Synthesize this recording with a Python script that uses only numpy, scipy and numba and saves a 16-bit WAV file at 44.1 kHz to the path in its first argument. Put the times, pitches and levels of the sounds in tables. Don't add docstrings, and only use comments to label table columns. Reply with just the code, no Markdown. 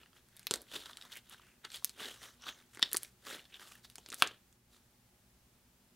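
import sys
import numpy as np
from scipy import signal
from scipy.fft import rfft, irfft
from scipy.io import wavfile
from numba import njit

SR = 44100
rng = np.random.default_rng(int(sys.argv[2]) if len(sys.argv) > 2 else 0)


def transcribe(signal):
    frames = np.atleast_2d(signal).T
    limited = np.clip(frames, -1, 1)
    pcm = np.round(limited * 32767).astype(np.int16)
    wavfile.write(sys.argv[1], SR, pcm)


N = 262791


def pops():
    # start_s, pocket_hz, pocket_db, mouth_hz, mouth_db, mouth_cycles,
    # snap_hz, snap_db, thud_db
    bursts = [(0.033, 1300, -55, 2800, -46.5, 9.6, 7000, -60, -75),
              (0.06, 1810, -51, 3000, -52, 8.5, 7000, -62, -75),
              (0.131, 1450, -53, 3200, -53.5, 9.5, 7000, -68, -78),
              (0.2867, 1450, -50, 4650, -57, 4.2, 8900, -41, -76),
              (0.367, 1720, -68, 4950, -54, 3.5, 10800, -27, -72),
              (0.3713, 2370, -65, 3680, -46, 10, 8600, -36, -77),
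              (0.3946, 2500, -51, 5020, -35.5, 2.5, 9500, -26.5, -72),
              (0.4303, 2500, -64, 2820, -48, 4.6, 7700, -36, -79),
              (0.4694, 2660, -30.5, 3860, -18, 5.4, 12500, -10, -55),
              (0.5103, 1400, -15, 4100, -11.5, 3.3, 7000, -4.5, -14.5),
              (0.5389, 2150, -18.5, 4400, -12, 3, 7540, -5.5, -20.5),
              (0.5582, 1840, -54, 4430, -32, 2.6, 7800, -17.5, -31),
              (0.6184, 2500, -57, 4440, -54, 6.0, 10600, -24.5, -65),
              (0.8586, 1930, -41, 3830, -32, 7.5, 7000, -30, -65),
              (0.897, 1390, -32.5, 3700, -40, 4.8, 8700, -40, -68),
              (0.9323, 2150, -58, 3560, -37.5, 7.9, 7000, -43, -69),
              (0.9714, 2150, -65, 3960, -29.5, 4.3, 7750, -23.5, -64),
              (1.013, 1500, -50, 3680, -36.5, 12, 7000, -37, -68),
              (1.0235, 1360, -59, 3700, -35.5, 6.6, 7000, -33, -71),
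              (1.0517, 1130, -44.5, 3730, -45, 11, 11100, -35, -62),
              (1.12, 2480, -58, 3650, -40.5, 29, 11300, -32, -70),
              (1.156, 2480, -43, 2820, -50, 6.2, 12200, -28, -72),
              (1.1704, 2500, -52, 2820, -47, 5.4, 11100, -23.5, -69),
              (1.2966, 2240, -65, 3510, -46, 4, 10600, -26, -75),
              (1.3446, 1510, -40.5, 3640, -48, 8.4, 7300, -43, -67),
              (1.3969, 1120, -46, 3700, -55, 8.3, 8700, -56, -69),
              (1.6497, 1640, -36.5, 4600, -33.5, 13, 7340, -27, -40),
              (1.703, 1960, -43, 4450, -39, 8.5, 7000, -43, -70),
              (1.7188, 1740, -73, 3920, -31, 2.6, 7840, -27, -63),
              (1.7437, 2400, -49, 3330, -33, 24, 7000, -26, -66),
              (1.7596, 910, -55, 3100, -33, 3.5, 9600, -22, -72),
              (1.824, 1120, -43.5, 3750, -56, 10, 7400, -53, -70),
              (1.8458, 1920, -69, 6500, -18.5, 7.4, 11640, 0.5, -42.5),
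              (1.8946, 1840, -73, 4840, -32, 5.1, 7800, -24, -62),
              (2.245, 2500, -44, 3490, -50, 7.8, 10500, -33, -65),
              (2.4213, 2500, -52, 5700, -45, 15, 7000, -48, -71),
              (2.467, 1294, -34, 3320, -39, 11, 7000, -42, -60),
              (2.748, 1380, -52, 3160, -39, 3.5, 8100, -28.5, -65),
              (2.7728, 1760, -27.5, 4930, -39, 3.8, 7000, -37, -37.5),
              (2.7944, 1500, -24.5, 3360, -32, 3, 10900, -26, -45),
              (2.8206, 1700, -48, 3630, -25.5, 7.9, 7000, -27, -58),
              (2.8274, 1940, -24, 3613, -6.5, 14, 6670, -9.5, -25),
              (2.916, 1060, -44, 4030, -33, 7.1, 8300, -25, -62),
              (2.924, 1740, -34.5, 3140, -34, 5.4, 7000, -27, -40),
              (2.9313, 1140, -54, 4970, -42, 3.5, 11100, -2, -51),
              (2.9451, 1740, -22.5, 4670, -23, 7.9, 7000, -28, -22),
              (2.9502, 1170, -27, 5080, -31, 6.8, 9300, -14.5, -54),
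              (2.964, 1710, -35, 4720, -20, 3.1, 7360, -23, -58),
              (2.9696, 1270, -39, 5250, -33, 3.9, 9140, -0.5, -66),
              (3.0323, 1660, -57, 4300, -28, 2.2, 10000, -12.5, -62),
              (3.048, 2320, -43.5, 3820, -41.5, 8.8, 7000, -49, -67),
              (3.268, 1100, -38, 4890, -38.5, 13, 9300, -37, -55),
              (3.3938, 2510, -61, 2820, -43.5, 18, 7000, -52, -65),
              (3.4534, 1730, -58, 3480, -45.5, 12.5, 7000, -53, -70),
              (3.5961, 1554, -39, 3260, -41, 7.3, 9600, -49, -64),
              (3.618, 1730, -35, 3230, -42, 3.5, 8300, -41, -70),
              (3.7207, 2520, -46, 2800, -42, 5.5, 7150, -33.5, -68),
              (3.7531, 1740, -48, 2760, -53, 12, 12500, -33, -71),
              (3.8502, 1410, -49, 4430, -44, 9.5, 7000, -46.5, -68),
              (3.9001, 1560, -55, 4200, -36, 2.8, 9300, -30.5, -53),
              (3.9566, 2480, -36, 5070, -29, 2.8, 8700, -22.5, -70),
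              (3.9826, 850, -36, 3200, -36.5, 4.8, 6440, -25, -41),
              (4.0619, 2300, -38, 4300, -30.5, 3.3, 7000, -49, -72),
              (4.088, 1380, -38.5, 2970, -37, 3.7, 10600, -27, -39.5),
              (4.1025, 2500, -56, 5750, -32, 4, 7000, -25.5, -68),
              (4.1198, 2640, -33, 3800, -34, 6.2, 7000, -25, -37),
              (4.1271, 1490, -32.5, 3830, -29.5, 7.9, 9100, -23, -68),
              (4.137, 1700, -23.5, 4780, -43, 3.8, 7000, -33, -39),
              (4.1439, 1850, -50, 4050, -52, 3.5, 9450, -14, -67),
              (4.186, 1960, -59, 4500, -45, 3.5, 13400, -28, -69),
              (4.2228, 1600, -3.5, 2660, -1.5, 3.86, 9400, -2, -39),
              (4.2742, 1210, -46, 5300, -30, 6.4, 6900, -20.5, -50.5),
              (4.527, 2410, -71, 3480, -55, 3, 7110, -40, -79)]
    thud_hz, thud_cycles, snap_cycles = 416, 1.4, 3
    overtone_ratios = np.array([1.2, 1.4])
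    is_skin = np.arange(6) == 4
    thin_skin = signal.butter(2, 1500, "high", fs=SR, output="sos")
    out = np.zeros(N + SR)
    for row in [*bursts, *small_pockets()]:
        start_s, pocket_hz, pocket_db, mouth_hz, mouth_db, mouth_cycles, snap_hz, snap_db, thud_db = row
        rings_hz = np.array([pocket_hz, mouth_hz, *(mouth_hz * overtone_ratios)])
        ring_s = mouth_cycles / mouth_hz * np.array([1.5, 1, 1, 1])
        pitch_hz = np.append(rings_hz, [snap_hz, thud_hz])
        cycles = np.clip(np.append(ring_s * rings_hz, [snap_cycles, thud_cycles]), 1.5, 30)
        overtone_db = mouth_db - 7.5
        size = undb([pocket_db, mouth_db, overtone_db, overtone_db, snap_db, thud_db])
        body, snap = (bubbles(1024, np.zeros(6, np.int64), pitch_hz, cycles, size * part,
                              glide=.05, rise_cycles=.33) for part in (~is_skin, is_skin))
        burst = body + signal.sosfilt(thin_skin, snap)
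        heard = np.convolve(burst, nearby_echoes())
        at = int(start_s * SR)
        out[at:at + len(heard)] += heard
    return out[:N]


def small_pockets():
    pockets_per_s, scatter_db = 18, 5
    when, pocket, mouth, snap, ring, big = rng.random((int(pockets_per_s * N / SR), 6)).T
    start_s = when * N / SR
    _, levels_db = swells(start_s)
    small_db, large_db, film_db, smack_db = levels_db - scatter_db * np.log(1 - .9 * big)
    return np.transpose([start_s, 1100 + 1400 * pocket, large_db + 6,
                         2800 + 2200 * mouth, small_db + 8, 3.1 + 7 * ring,
                         7000 + 5000 * snap, film_db + 17, smack_db - 6])


def squelch():
    # spread_octaves, ring_cycles, bubbles_per_s, scatter_db
    swarms = [(.19, 12., 1600, 2.7), (.3, 8., 900, 3.), (.6, 3., 14000, 1.5), (.6, 3., 1000, 1.5)]
    film_hz, smack_hz = 8500, 493
    time_s = np.arange(0, N / SR, .002)
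    (small_hz, large_hz), levels_db = swells(time_s)
    centres_hz = small_hz, large_hz, np.full_like(time_s, film_hz), np.full_like(time_s, smack_hz)
    out = 0
    for (octaves, cycles, per_s, scatter_db), centre_hz, level_db in zip(swarms, centres_hz, levels_db):
        when, up, down, big = rng.random((int(per_s * N / SR), 4)).T
        pitch_hz = np.interp(when * N / SR, time_s, centre_hz) * 2 ** (2 * octaves * (up - down))
        pitch_hz = np.clip(pitch_hz, 60, .4 * SR)
        size = undb(-scatter_db * np.log(1 - .99 * big))
        swarm = bubbles(N, (when * N).astype(np.int64), pitch_hz, np.full(len(when), cycles), size,
                        glide=.18, rise_cycles=.082)
        out = out + set_level(swarm, 0) * undb(np.interp(np.arange(N) / SR, time_s, level_db))
    return out * slips()


def swells(time_s):
    # peak_s, rise_s, fall_s, small_hz, large_hz, small_db, large_db, film_db, smack_db
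    swell_rows = [(0.0, .05, 0.13, 2850, 1660, -65.5, -68, -71, -71),
                  (0.17, .05, .06, 3350, 1660, -66.5, -66, -67, -84),
                  (0.41, .25, 0.26, 3660, 1900, -73, -69.5, -71, -95),
                  (0.527, 0.037, .14, 4000, 1540, -52, -56, -52.5, -47.5),
                  (0.755, 0.093, 0.16, 3390, 1500, -46, -53, -49, -54.5),
                  (0.87, 0.11, 0.17, 3680, 1400, -58, -59.5, -60, -69),
                  (1.022, 0.13, 0.21, 3570, 1500, -64.5, -62.5, -62.5, -74),
                  (1.127, 0.033, 0.11, 3560, 1390, -54.5, -59, -55, -85),
                  (1.168, 0.078, 0.034, 2860, 2130, -54.5, -55, -58, -76),
                  (1.326, 0.11, 0.11, 3360, 1500, -58, -62.5, -61, -86),
                  (1.463, 0.2, 0.2, 2670, 1820, -70, -67.5, -72, -85),
                  (1.653, .02, .03, 3400, 1680, -50, -46, -58, -64),
                  (1.762, 0.096, 0.058, 3640, 1800, -50, -59, -49.5, -75),
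                  (1.866, 0.14, 0.13, 3800, 1770, -62.5, -69, -57.5, -90),
                  (2.003, 0.048, .08, 3100, 1480, -46, -53, -50.5, -54),
                  (2.038, 0.076, .09, 3430, 1760, -43, -46.5, -48.5, -49),
                  (2.125, 0.17, 0.066, 3330, 1650, -53.5, -57.5, -54.5, -61),
                  (2.267, 0.32, 0.13, 3400, 1470, -60, -59, -57.5, -67),
                  (2.488, .09, .07, 3410, 1410, -46, -49.5, -54.5, -58),
                  (2.58, 0.14, .15, 3500, 1670, -68, -66.5, -67, -73),
                  (2.75, .06, 0.064, 3380, 1680, -70, -66.5, -64.5, -81),
                  (2.85, 0.097, .09, 4100, 1840, -49.5, -56, -61, -58),
                  (3.04, 0.44, 0.12, 3750, 1790, -69.5, -66.5, -58, -73),
                  (3.286, 0.076, 0.15, 3300, 1620, -50, -50.5, -49, -52),
                  (3.333, 0.09, 0.13, 3540, 1750, -48.5, -51, -54, -55),
                  (3.546, 0.048, 0.044, 3100, 1900, -52, -62, -68, -80),
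                  (3.62, 0.066, 0.22, 3340, 1410, -59, -62, -58.5, -65.5),
                  (3.724, 0.4, 0.12, 3100, 1500, -66, -63.5, -59.5, -93),
                  (3.851, 0.027, 0.022, 3960, 1830, -52.5, -63, -55.5, -96),
                  (3.903, 0.086, 0.08, 4100, 1620, -72, -78, -66.5, -88),
                  (3.987, 0.019, 0.036, 3360, 960, -75, -76, -60, -62),
                  (4.153, 0.27, .1, 3690, 1610, -60.5, -72.5, -64.5, -68),
                  (4.204, 0.082, .03, 2960, 1500, -73, -73, -52, -70.5),
                  (4.242, .04, 0.12, 3200, 1500, -44, -47, -55.5, -49),
                  (4.73, .04, 0.13, 3813, 1480, -68, -73, -66, -73.5)]
    columns = np.transpose(swell_rows)
    peak_s, rise_s, fall_s = columns[:3]
    pitch_hz, power = columns[3:5], undb(columns[5:]) ** 2
    foot_db = -27.5
    after_s = time_s[:, None] - peak_s
    from_peak = np.where(after_s < 0, -after_s / rise_s, after_s / fall_s)
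    swell = undb(np.maximum(foot_db * from_peak ** 1.1, -150)) ** 2
    total_power = power @ swell.T
    average_hz = (pitch_hz * power[:2]) @ swell.T / total_power[:2]
    return average_hz, 10 * np.log10(total_power)


def slips():
    slips_per_s, slip_s, scatter_db, steady_share = 110, .005, 2.3, .6
    when, size = rng.random((int(slips_per_s * N / SR), 2)).T
    jerks = np.zeros(N)
    jerks[(when * N).astype(int)] = undb(-scatter_db * np.log(1 - .98 * size))
    jerks = signal.lfilter([1], [1, -np.exp(-1 / (slip_s * SR))], jerks)
    return set_level(steady_share + (1 - steady_share) * set_level(jerks, 0), 0)


def leaks():
    # start_s, end_s, start_hz, end_hz, level_db
    slits = [(2.158, 2.33, 5900, 6050, -68.5), (2.406, 2.563, 5730, 6500, -63)]
    out = np.zeros(N)
    for start_s, end_s, start_hz, end_hz, level_db in slits:
        when, spread = rng.random((150, 2)).T
        pitch_hz = (start_hz + (end_hz - start_hz) * when) * (1 + .14 * (spread - .5))
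        at = ((start_s + (end_s - start_s) * when) * SR).astype(np.int64)
        size = np.sin(np.pi * when) ** .5
        puffs = bubbles(N, at, pitch_hz, np.full(len(when), 14.), size, glide=0., rise_cycles=1.8)
        out += puffs * undb(level_db) / np.sqrt(np.sum(puffs ** 2) / ((end_s - start_s) * SR))
    return out


@njit
def bubbles(samples, start, pitch_hz, cycles, size, glide, rise_cycles):
    out = np.zeros(samples)
    for k in range(len(start)):
        step = 2 * np.pi * pitch_hz[k] / SR
        decay = np.exp(-np.log(30.) * pitch_hz[k] / (cycles[k] * SR))
        opening = np.exp(-pitch_hz[k] / (rise_cycles * SR))
        span = int(2 * cycles[k] * SR / pitch_hz[k])
        phase, gain, shut = 0., size[k], 1.
        for i in range(start[k], min(start[k] + span, samples)):
            out[i] += gain * (1 - shut) * np.sin(phase)
            phase += step
            step = min(step * (1 + glide / span), 3.)
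            gain *= decay
            shut *= opening
    return out


def nearby_echoes():
    soft = signal.butter(1, 6500, fs=SR, output="sos")
    echoes = undb(-2.5) * signal.sosfilt(soft, dying_noise(.03, fade_s=.031))
    echoes[:16] = 0
    echoes[0] = 1
    return echoes


def room(sound):
    echo_db, split_hz, first_wall_s = -15, 4400, .0043
    low = signal.sosfilt(signal.butter(2, split_hz, fs=SR, output="sos"), dying_noise(.4, fade_s=.2))
    treble_only = signal.butter(2, split_hz, "high", fs=SR, output="sos")
    high = signal.sosfilt(treble_only, dying_noise(.4, fade_s=.036))
    tail = np.concatenate([np.zeros(int(first_wall_s * SR)), low + high])
    return undb(echo_db) * signal.fftconvolve(sound, tail)[:N]


def hum():
    # pitch_hz, level_db
    tones = [(59.2, -76.5), (118.4, -76.5), (193.8, -81.5), (242.2, -78.5), (360.7, -84.5), (597.5, -96),
             (839.8, -90.5)]
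    time_s, out = np.arange(N) / SR, 0
    slow = signal.butter(1, 11, fs=SR, output="sos")
    for pitch_hz, level_db in tones:
        waver = .65 + .71 * set_level(signal.sosfilt(slow, rng.standard_normal(N)), 0)
        tone = np.sin(2 * np.pi * (pitch_hz * time_s + rng.random()))
        out = out + set_level(waver * tone, level_db)
    return out


def rumble_and_hiss():
    # pitch_hz, relative_db
    noise_curve = [(15, -12), (40, -7), (100, -1), (200, 0), (290, -6), (420, -7), (1300, -11.5),
                   (10000, -16), (16000, -17)]
    # pitch_hz, relative_db
    side_curve = [(25, -5), (60, -9), (110, -11), (200, -15), (380, -8), (700, -5), (1290, -4), (2380, -3),
                  (4400, -3), (8120, -2), (15000, -3)]
    shared, side = (colour(rng.standard_normal(N), noise_curve) for _ in range(2))
    gain = undb(-71) / np.sqrt(np.mean(shared ** 2))
    return gain * (shared + colour(side, side_curve) * np.array([[1], [-1]]))


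def undb(db):
    return 10 ** (np.asarray(db) / 20)


def set_level(sound, db):
    return sound * undb(db) / np.sqrt(np.mean(sound ** 2))


def dying_noise(length_s, fade_s):
    n = np.arange(int(length_s * SR))
    tail = rng.standard_normal(len(n)) * np.exp(-np.log(1000) * n / (fade_s * SR))
    return tail / np.sqrt(np.sum(tail ** 2))


def colour(sound, curve):
    pitch_hz, gain_db = np.transpose(curve)
    all_hz = np.maximum(np.arange(N // 2 + 1) * SR / N, 1)
    return irfft(rfft(sound) * undb(np.interp(np.log(all_hz), np.log(pitch_hz), gain_db)), N)


def scene():
    small_lump = signal.butter(2, 230, "high", fs=SR, output="sos")
    slime = signal.sosfilt(small_lump, pops() + squelch() + leaks())
    dip_db, dip_s, dip_width_s = -3, 4.62, .077
    dip = undb(dip_db * np.exp(-((np.arange(N) / SR - dip_s) / dip_width_s) ** 2))
    return slime + room(slime) + dip * (hum() + rumble_and_hiss())


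def record(dry):
    return signal.sosfilt(signal.ellip(8, .2, 50, 15750, fs=SR, output="sos"), dry)


dry = scene()
out = record(dry)
transcribe(out)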